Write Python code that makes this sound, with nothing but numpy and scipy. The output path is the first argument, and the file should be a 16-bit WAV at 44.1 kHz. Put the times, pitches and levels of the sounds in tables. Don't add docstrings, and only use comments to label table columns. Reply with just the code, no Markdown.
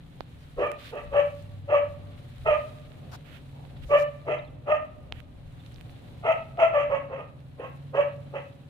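import sys
import numpy as np
from scipy import signal
from scipy.fft import rfft, irfft, next_fast_len
from scipy.io import wavfile
from scipy.ndimage import uniform_filter1d

SR = 44100
rng = np.random.default_rng(int(sys.argv[2]) if len(sys.argv) > 2 else 0)


def gain_from_db(level_db):
    decades = np.asarray(level_db, float) / 20
    return 10 ** decades


def store_pcm(level_fs):
    pcm = np.round(np.clip(level_fs, -1, 1) * 32767).astype(np.int16)
    wavfile.write(sys.argv[1], SR, np.atleast_2d(pcm).T)


N = 383229
TIME = np.arange(N) / SR


def colour(x, points):
    hz, db = np.transpose(points)
    size = next_fast_len(x.shape[-1])
    f = np.maximum(np.arange(size // 2 + 1) * SR / size, 1)
    octaves_outside = np.maximum(np.log2(hz[0] / f), 0) + np.maximum(np.log2(f / hz[-1]), 0)
    gain = gain_from_db(np.interp(np.log(f), np.log(hz), db) - 18 * octaves_outside)
    gain = gain / np.sqrt(np.mean(gain ** 2))
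    return irfft(rfft(x, size) * gain, size)[..., :x.shape[-1]]


def resonate(x, modes):
    size = next_fast_len(2 * len(x))
    f = np.arange(1, size // 2 + 2) * SR / size
    gain = 0
    for k, (hz, width, db) in enumerate(modes):
        detune = (f / hz - hz / f) * hz / width
        gain = gain + (-1) ** k * gain_from_db(db) / (1 + 1j * detune) ** 2
    y = irfft(rfft(x, size) * gain, size)[:len(x)]
    return y / np.std(y)


def walk(rate, size=N):
    k = int(SR / rate)
    held = np.repeat(rng.standard_normal(size // k + 1), k)
    return 1.79 * uniform_filter1d(uniform_filter1d(held, k), k)[:size]


def curves(table, t):
    s, *columns = np.transpose(table)
    return [np.interp(t, s, c) for c in columns]


def sides(pan_db):
    return gain_from_db(np.array([pan_db, -pan_db]) / 2)


# (f/Hz, level/dB per Hz)
AIR_SPECTRUM = [(15, -35.5), (25, -23), (121, 2.5), (201, -10), (286, -14.5), (408, -17.5), (446, -18.5),
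                (595, -14.5), (636, -26), (695, -16.5), (830, -22), (3590, -37.5), (5000, -73), (6500, -78),
                (11000, -120)]


def air():
    mid, side = colour(rng.standard_normal((2, N)), AIR_SPECTRUM)
    side = signal.sosfilt(signal.butter(1, 350, "high", fs=SR, output="sos"), side)
    both = np.array([mid + side, mid - side])
    low = signal.sosfilt(signal.butter(2, 1000, fs=SR, output="sos"), both)
    high = both - low
    low_swell = gain_from_db(1.1 * walk(2) + 1.2 * walk(7))
    high_swell = gain_from_db(2.1 * walk(23) - 5.8)
    return gain_from_db(-50.5) * (low_swell * low + high_swell * high)


# (t/s, firing rate f/Hz, loudest multiple, level/dB)
ENGINE_COURSE = [(0.0, 20.8, 7.4, -47), (1.0, 19.6, 7.0, -56.5), (1.16, 19.8, 5.0, -43.5),
                 (2.1, 19.9, 5.0, -43.5), (2.25, 18.4, 7.0, -45), (2.9, 19.9, 7.3, -49.5),
                 (3.85, 19.9, 7.0, -44.5), (4.6, 19.9, 7.1, -47), (5.1, 20.2, 6.7, -63.5),
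                 (5.45, 20.3, 6.0, -44), (6.2, 19.6, 6.0, -47), (6.6, 19.8, 7.1, -49),
                 (7.6, 19.8, 7.2, -47), (8.08, 19.9, 7.0, -46), (8.69, 19.9, 7.0, -48.5)]
# (multiple, level/dB)
BOOMING_LINES = [(5, 2.5), (6, -1.5), (7, 2), (8, 3.5)]
# (multiple, level/dB)
STEADY_LINES = [(3, -69.5), (4, -56), (9, -76), (11, -73.5), (12, -62.5), (13, -65), (14, -61.5),
                (16, -75.5)]


def engine():
    hz, loudest, level_db = curves(ENGINE_COURSE, TIME)
    turn = 2 * np.pi * np.cumsum(hz) / SR
    lines = list(STEADY_LINES)
    for k, db in BOOMING_LINES:
        off_boom_db = np.minimum(12 * abs(k - loudest), 12)
        lines.append((k, level_db + db - off_boom_db))
    apart = np.array([[1], [-1]])
    hum = np.zeros((2, N))
    for k, db in lines:
        level = gain_from_db(db + 1.38 * walk(8))
        waver = 0.74 * walk(8) + 0.11 * walk(0.75) * apart
        hum += level * np.sin(k * turn + waver)
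    return gain_from_db(0.5) * hum


# (t/s, peak level/dB)
GUSTS = [(0.02, -62), (0.58, -46), (1.09, -46.5), (1.4, -63), (2.13, -60), (2.47, -42.5), (2.88, -56),
         (3.85, -41), (4.5, -64), (5.13, -50), (5.47, -49), (5.779, -57), (6.9, -54.5), (7.53, -57.5)]


def wind():
    buffets = [(18, 1.5), (35, -8.0), (60, -1.5), (90, -8.5)]  # (f/Hz, level/dB per Hz)
    shared, left, right = colour(rng.standard_normal((3, N)), buffets)
    gust_s, calm_db, lull_s, lull_db_per_s = 0.056, -58, 6.9, -18
    gusts = sum(gain_from_db(db) * np.exp(-abs(TIME - s) / gust_s) for s, db in GUSTS)
    calm = gain_from_db(calm_db + lull_db_per_s * np.maximum(TIME - lull_s, 0))
    return (calm + gusts) * (shared + np.array([gain_from_db(3) * left, gain_from_db(-3) * right]))


# (t/s, length/s, start f/Hz, end f/Hz, level/dB)
WHISTLES = [
    (4.44, .06, 4200, 3000, -68),
    (5.588, .053, 3800, 3040, -63),
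    (5.92, .04, 3500, 3400, -68),
    (4.375, .03, 3300, 3800, -62),
    (7.56, .065, 9900, 11000, -80),
    (7.655, .07, 12700, 13100, -84),
    (7.65, .045, 11700, 11900, -84),
]


def bird():
    out = np.zeros(N)
    for s, length, start_hz, end_hz, db in WHISTLES:
        u = np.clip((TIME - s) / length, 0, 1)
        flutter = gain_from_db(db + 4 * walk(300))
        hz = (start_hz + (end_hz - start_hz) * u) * (1 + 0.029 * walk(250))
        out += flutter * np.sin(np.pi * u) * np.sin(2 * np.pi * np.cumsum(hz) / SR)
    return sides(-5)[:, None] * out


# (t/s, level/dB)
STIRRING = [(0.0, -72.5), (0.65, -68.5), (0.84, -69), (1.28, -66.5), (1.7, -72.5), (2.2, -69), (2.6, -64),
            (2.9, -69.5), (3.5, -70.5), (3.95, -68), (4.45, -76), (5.3, -75), (5.71, -68.5), (6.19, -69),
            (6.7, -72.5), (7.12, -77), (7.82, -72), (8.69, -73)]
# (f/Hz, level/dB per Hz)
SAND_SPECTRUM = [(700, -1.5), (1500, 1.5), (2500, 1), (4000, 0), (5500, -20), (7000, -36.5)]
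# (f/Hz, level/dB per Hz)
GRIT_SPECTRUM = [(4500, -7), (7000, -4.5), (10000, -1.5), (13000, -8.5), (15000, -11)]


def rustle():
    sand_db = curves(STIRRING, TIME)[0]
    grit_db = sand_db - 5.5
    grains = rng.standard_normal((2, 2, N)) * gain_from_db(2.62 * rng.exponential(size=(2, 2, N)) - 3.5)
    sand_level = gain_from_db(sand_db + 7.0 + 1.0 * walk(76))
    sand = sand_level * colour(grains[0], SAND_SPECTRUM) * sides(-0.73)[:, None]
    grit_level = gain_from_db(grit_db + 2.0 + 0.8 * walk(62))
    grit = grit_level * colour(grains[1], GRIT_SPECTRUM)
    left_tilt = [(3000, 8.5), (9000, -2), (11500, -3.5), (16000, 7.5)]  # (f/Hz, level/dB)
    return sand + np.array([gain_from_db(4.5) * colour(grit[0], left_tilt), grit[1]])


# (t/s, length/s, level/dB, centre f/Hz, left minus right level/dB)
DRAGS = [(0.38, 0.075, -68, 3950, -1), (0.784, 0.15, -49, 3060, -4), (1.36, 0.072, -66, 3600, -8),
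         (3.115, 0.053, -51, 4180, -1), (3.118, .045, -47, 1310, 5.5), (3.244, 0.158, -55, 2660, -9.5),
         (3.53, 0.156, -55.5, 819, 0), (3.818, .035, -54, 2800, -8), (3.863, 0.11, -65, 5040, 10.5),
         (3.969, 0.074, -52.5, 4840, 2.5), (5.131, 0.084, -57, 2603, -8)]


def scuffs():
    out, size = np.zeros((2, N)), 9000
    for s, length, db, hz, pan_db in DRAGS:
        treble_db = -20 + 14 * np.log2(hz / 2800)
        grains = rng.standard_normal((2, size)) * gain_from_db(2.73 * rng.exponential(size=(2, size)) - 4.5)
        u = np.arange(size) / SR / length
        swell = np.clip(np.minimum(.5 + u, (1 - u) * 4.9), 0, 1) * gain_from_db(0.79 * walk(60, size=size))
        band = colour(grains, [(hz / 3, -12), (hz / 2.0, 0), (hz * 1.19, 0), (hz * 2.02, treble_db),
                               (15000, treble_db - 1.5)])
        start = int(s * SR)
        out[:, start:start + size] += gain_from_db(db) * sides(pan_db)[:, None] * swell * band
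    return out


# (t/s, peak level/dB, ring f/Hz, tick level/dB, left minus right level/dB)
SNAPS = [(0.2071, -41, 4130, -17, -25.5), (0.717, -30, 2100, -12.5, -17), (1.0807, -65, 2240, -23, 12),
         (2.1794, -49, 2310, -28, -12), (4.3864, -41, 2676, -47, -2), (5.1237, -20.5, 2940, -53, -10.5),
         (5.663, -45, 3680, -14, -13), (5.7437, -46, 5300, -14, -9), (5.7605, -45, 3720, -34, -16),
         (5.7837, -49, 2360, -24, -19), (5.8109, -42, 2498, -9, -19), (6.573, -40.5, 2692, -39, 4),
         (7.1911, -53, 2755, -18, -1), (7.4051, -50, 2120, -9, -1)]


def clicks():
    size = 900
    out, t = np.zeros((2, N + size)), np.arange(size) / SR
    ring_s, tick_s, thud_s = 0.00019, 0.00045, 0.00059
    for k, (s, db, hz, tick_db, pan_db) in enumerate(SNAPS):
        snap = -np.sin(2 * np.pi * hz * t) * np.e * t / ring_s * np.exp(-t / ring_s)
        tick = gain_from_db(tick_db) * rng.standard_normal((2, size)) * np.exp(-t / tick_s)
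        thud_db = -5 if k else 16.5
        thud = gain_from_db(thud_db) * np.sin(2 * np.pi * 750 * t) * np.exp(-t / thud_s)
        start = int(s * SR)
        out[:, start:start + size] += gain_from_db(db) * sides(pan_db)[:, None] * (snap + tick + thud)
    return out[:, :N]


# (level/dB at start, burst, peak, end of hold, end)
TONE_ENVELOPE = (-28, -13.5, 0, -2.5, -24)
CHEST_ENVELOPE = (-21.5, 0.5, -6.5, -12, -21)
RASP_ENVELOPE = (-31.5, -3, -3, -6, -18)
MOUTH_ENVELOPE = (-41.5, -12.5, -2.5, -4.5, -10.5)


def gesture(start, swell, hz, tone_db, breath_db, hold, chest_db, scoop_hz):
    burst_share, release_s, end_drift_hz = 0.479, 0.055, 2.9
    s = start + np.array([0, burst_share * swell, swell, swell + hold, swell + hold + release_s])
    pitch = hz + np.array([scoop_hz, scoop_hz, 0, 0, end_drift_hz])
    tone = tone_db + np.array(TONE_ENVELOPE)
    chest = breath_db + chest_db + np.array(CHEST_ENVELOPE)
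    rasp = breath_db + np.array(RASP_ENVELOPE)
    mouth = breath_db + np.array(MOUTH_ENVELOPE)
    return np.transpose([s, pitch, tone, chest, rasp, mouth])


# (multiple of the pitch, level/dB)
UPPER_STACK = [(3, -1.5), (4, -2), (5, -7.5)]
# (f/Hz, width/Hz, level/dB)
CHEST_MODES = [(466.6, 185, 0)]
THROAT_MODES = [(620, 240, 2), (900, 260, -4), (1270, 200, -1)]
MOUTH_MODES = [(1650, 240, -7), (2000, 300, 0), (2620, 380, 1), (3150, 420, -12.5)]
TEETH_MODES = [(6220, 1200, -33.5), (9300, 4300, -44)]


def bark(table, octave_db, upper_db, turn_db):
    first = int(table[0][0] * SR)
    t = np.arange(first, first + 8000) / SR
    hz, tone_db, chest_db, rasp_db, mouth_db = curves(table, t)
    n = len(t)
    turn = 2 * np.pi * np.cumsum(hz * (1 + 0.013 * walk(200, size=n))) / SR
    tone_level = gain_from_db(tone_db + 1.0 * walk(55, size=n) + 1.5 * walk(160, size=n))
    tone = np.sqrt(2) * tone_level * np.sin(turn)
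    stack = gain_from_db(octave_db + 5.5 + 2.73 * walk(70, size=n)) * np.sin(2 * turn)
    for k, db in UPPER_STACK:
        lips = 1 / (1 + (k * hz / 3050) ** 12)
        stack = stack + lips * gain_from_db(upper_db + db + 3 * walk(70, size=n)) * np.sin(k * turn)
    stack = stack * gain_from_db(.5 * (tone_db + mouth_db) - 9.0)

    puffs = rng.standard_normal((4, n)) * (1 + 0.94 * np.cos(turn))
    chest = gain_from_db(chest_db) * resonate(puffs[0], CHEST_MODES)
    throat = gain_from_db(rasp_db + 4.5 + 1.4 * walk(118, size=n)) * resonate(puffs[1], THROAT_MODES)
    lift = (np.median(hz[:n // 3]) / 600) ** 0.44
    lifted = [(f * lift, width, db) for f, width, db in MOUTH_MODES[:2]]
    tract = lifted + MOUTH_MODES[2:] + TEETH_MODES
    glance = [resonate(puffs[2] + .7 * way * puffs[3], tract) for way in (1, -1)]
    mouth = gain_from_db(mouth_db - 0.5 + 2.1 * walk(120, size=n)) * np.array(glance)

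    fade = np.clip(np.minimum(t - t[0], 0.6 * (table[-1][0] - t)) / 0.022, 0, 1)
    low, middle, bright = [sides(db)[:, None] for db in (turn_db + 0.5, -0.82, -5.5)]
    return fade * (low * (tone + chest) + middle * throat + bright * (stack + mouth))


# (t/s, swell to the peak/s, pitch f/Hz, tone level/dB, breath level/dB)
BARK_CUES = [(.56, 0.077, 601.2, -29.5, -36.5), (.905, 0.064, 579.6, -39, -42),
             (1.105, 0.066, 579, -19.5, -35), (1.668, 0.083, 585, -15, -31),
             (2.44, 0.048, 609.6, -19, -34.5), (3.885, 0.052, 581.6, -15.5, -34),
             (4.247, 0.073, 598, -23.5, -35), (4.65, .072, 608, -19.5, -33), (6.22, 0.073, 638, -20.5, -31),
             (6.565, 0.066, 666.2, -15, -28.5), (6.715, 0.044, 586.6, -22, -33.5),
             (6.88, 0.054, 556, -23.5, -38), (7.07, 0.071, 544, -34.5, -46),
             (7.568, 0.069, 533, -44.5, -45.5), (7.922, 0.0641, 578.1, -20, -33.5),
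             (8.318, 0.051, 564.4, -30.5, -41.5), (7.155, 0.041, 614.5, -41, -47)]
# (overtone level/dB, hold/s, head turn as left minus right level/dB,
# chest over breath level/dB, pitch at the burst minus pitch at the peak f/Hz)
BARK_MANNER = [(7.5, 0.014, -0.5, 10, -61), (-4, 0.018, -3.5, 6, -50), (0.5, 0.024, 4, -3, -27),
               (-3, 0.012, 1.5, -6.5, -6), (4, 0.047, -1.5, -2, 24), (6, 0.023, -0.5, 0, -2),
               (-2, .015, 3, 1, 50.5), (-0.5, 0.011, 3, -7, -19.5), (-0.5, 0.015, 3, -10.5, 50.5),
               (-2.5, .014, 1.5, -11.5, 22.5), (1, 0.045, 3, -24, 1.5), (1, 0.021, -7, -15.5, -10),
               (-1.5, 0.011, 0, 2, -12), (3, 0.015, -1, 6.5, -7), (1, 0.019, -4.5, -1.5, -41.5),
               (-6, .008, -2, 0, -4), (3.5, 0.0096, -1.5, 6.5, -5)]


def monkey():
    out = np.zeros((2, N))
    for cue, (octave_db, hold, turn_db, chest_db, scoop_hz) in zip(BARK_CUES, BARK_MANNER):
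        upper_db = octave_db - 2
        voice = bark(gesture(*cue, hold, chest_db, scoop_hz), octave_db, upper_db, turn_db)
        start = int(cue[0] * SR)
        out[:, start:start + voice.shape[1]] += voice
    return out


# (t60/s, level/dB)
SCATTER = [(.3, -5), (1.6, -24.5)]
# (t/s, level/dB, left minus right level/dB, extra lag at the right port t/s)
HARD_ECHOES = [
    (.024, -16.5, 9.5, -.0002),
    (.052, -13, 0.5, .0003),
    (.078, -17.5, -5, -.0003),
    (.105, -18, -1, .0001),
    (.2, -34.5, -5.5, -.0002),
]


def yard(dry):
    t = np.arange(SR) / SR
    mid, side = rng.standard_normal((2, SR))
    side = signal.sosfilt(signal.butter(2, 650, "high", fs=SR, output="sos"), side)
    scatter = np.array([mid + side, mid - side])
    decay = sum(gain_from_db(db - 60 * t / t60) / np.sqrt(SR * t60 / np.log(1e6)) for t60, db in SCATTER)
    response = scatter * decay * np.minimum(t / 0.026, 1)
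    for s, db, pan_db, lag_s in HARD_ECHOES:
        arrivals = [int(s * SR), int((s + lag_s) * SR)]
        response[[0, 1], arrivals] += gain_from_db(db) * sides(pan_db)
    response = signal.sosfilt(signal.butter(1, 6000, fs=SR, output="sos"), response)
    wet = signal.fftconvolve(dry.mean(axis=0)[None], response, axes=1)[:, :N]
    left, right = gain_from_db(1.0) * dry + wet
    port_lag_s = 0.0002
    return np.array([left, np.interp(TIME - port_lag_s, TIME, right)])


def scene():
    background = air() + engine() + wind() + bird()
    return background + rustle() + scuffs() + clicks() + yard(monkey())


def low_pass(x):
    return signal.sosfilt(signal.butter(12, 16090, fs=SR, output="sos"), x)


def record(dry):
    dry = signal.sosfilt(signal.butter(2, 24, "high", fs=SR, output="sos"), dry)
    dry = signal.sosfilt(signal.ellip(8, .2, 70, 15400, fs=SR, output="sos"), dry)
    return low_pass(dry)


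dry = scene()
out = record(dry)
store_pcm(out)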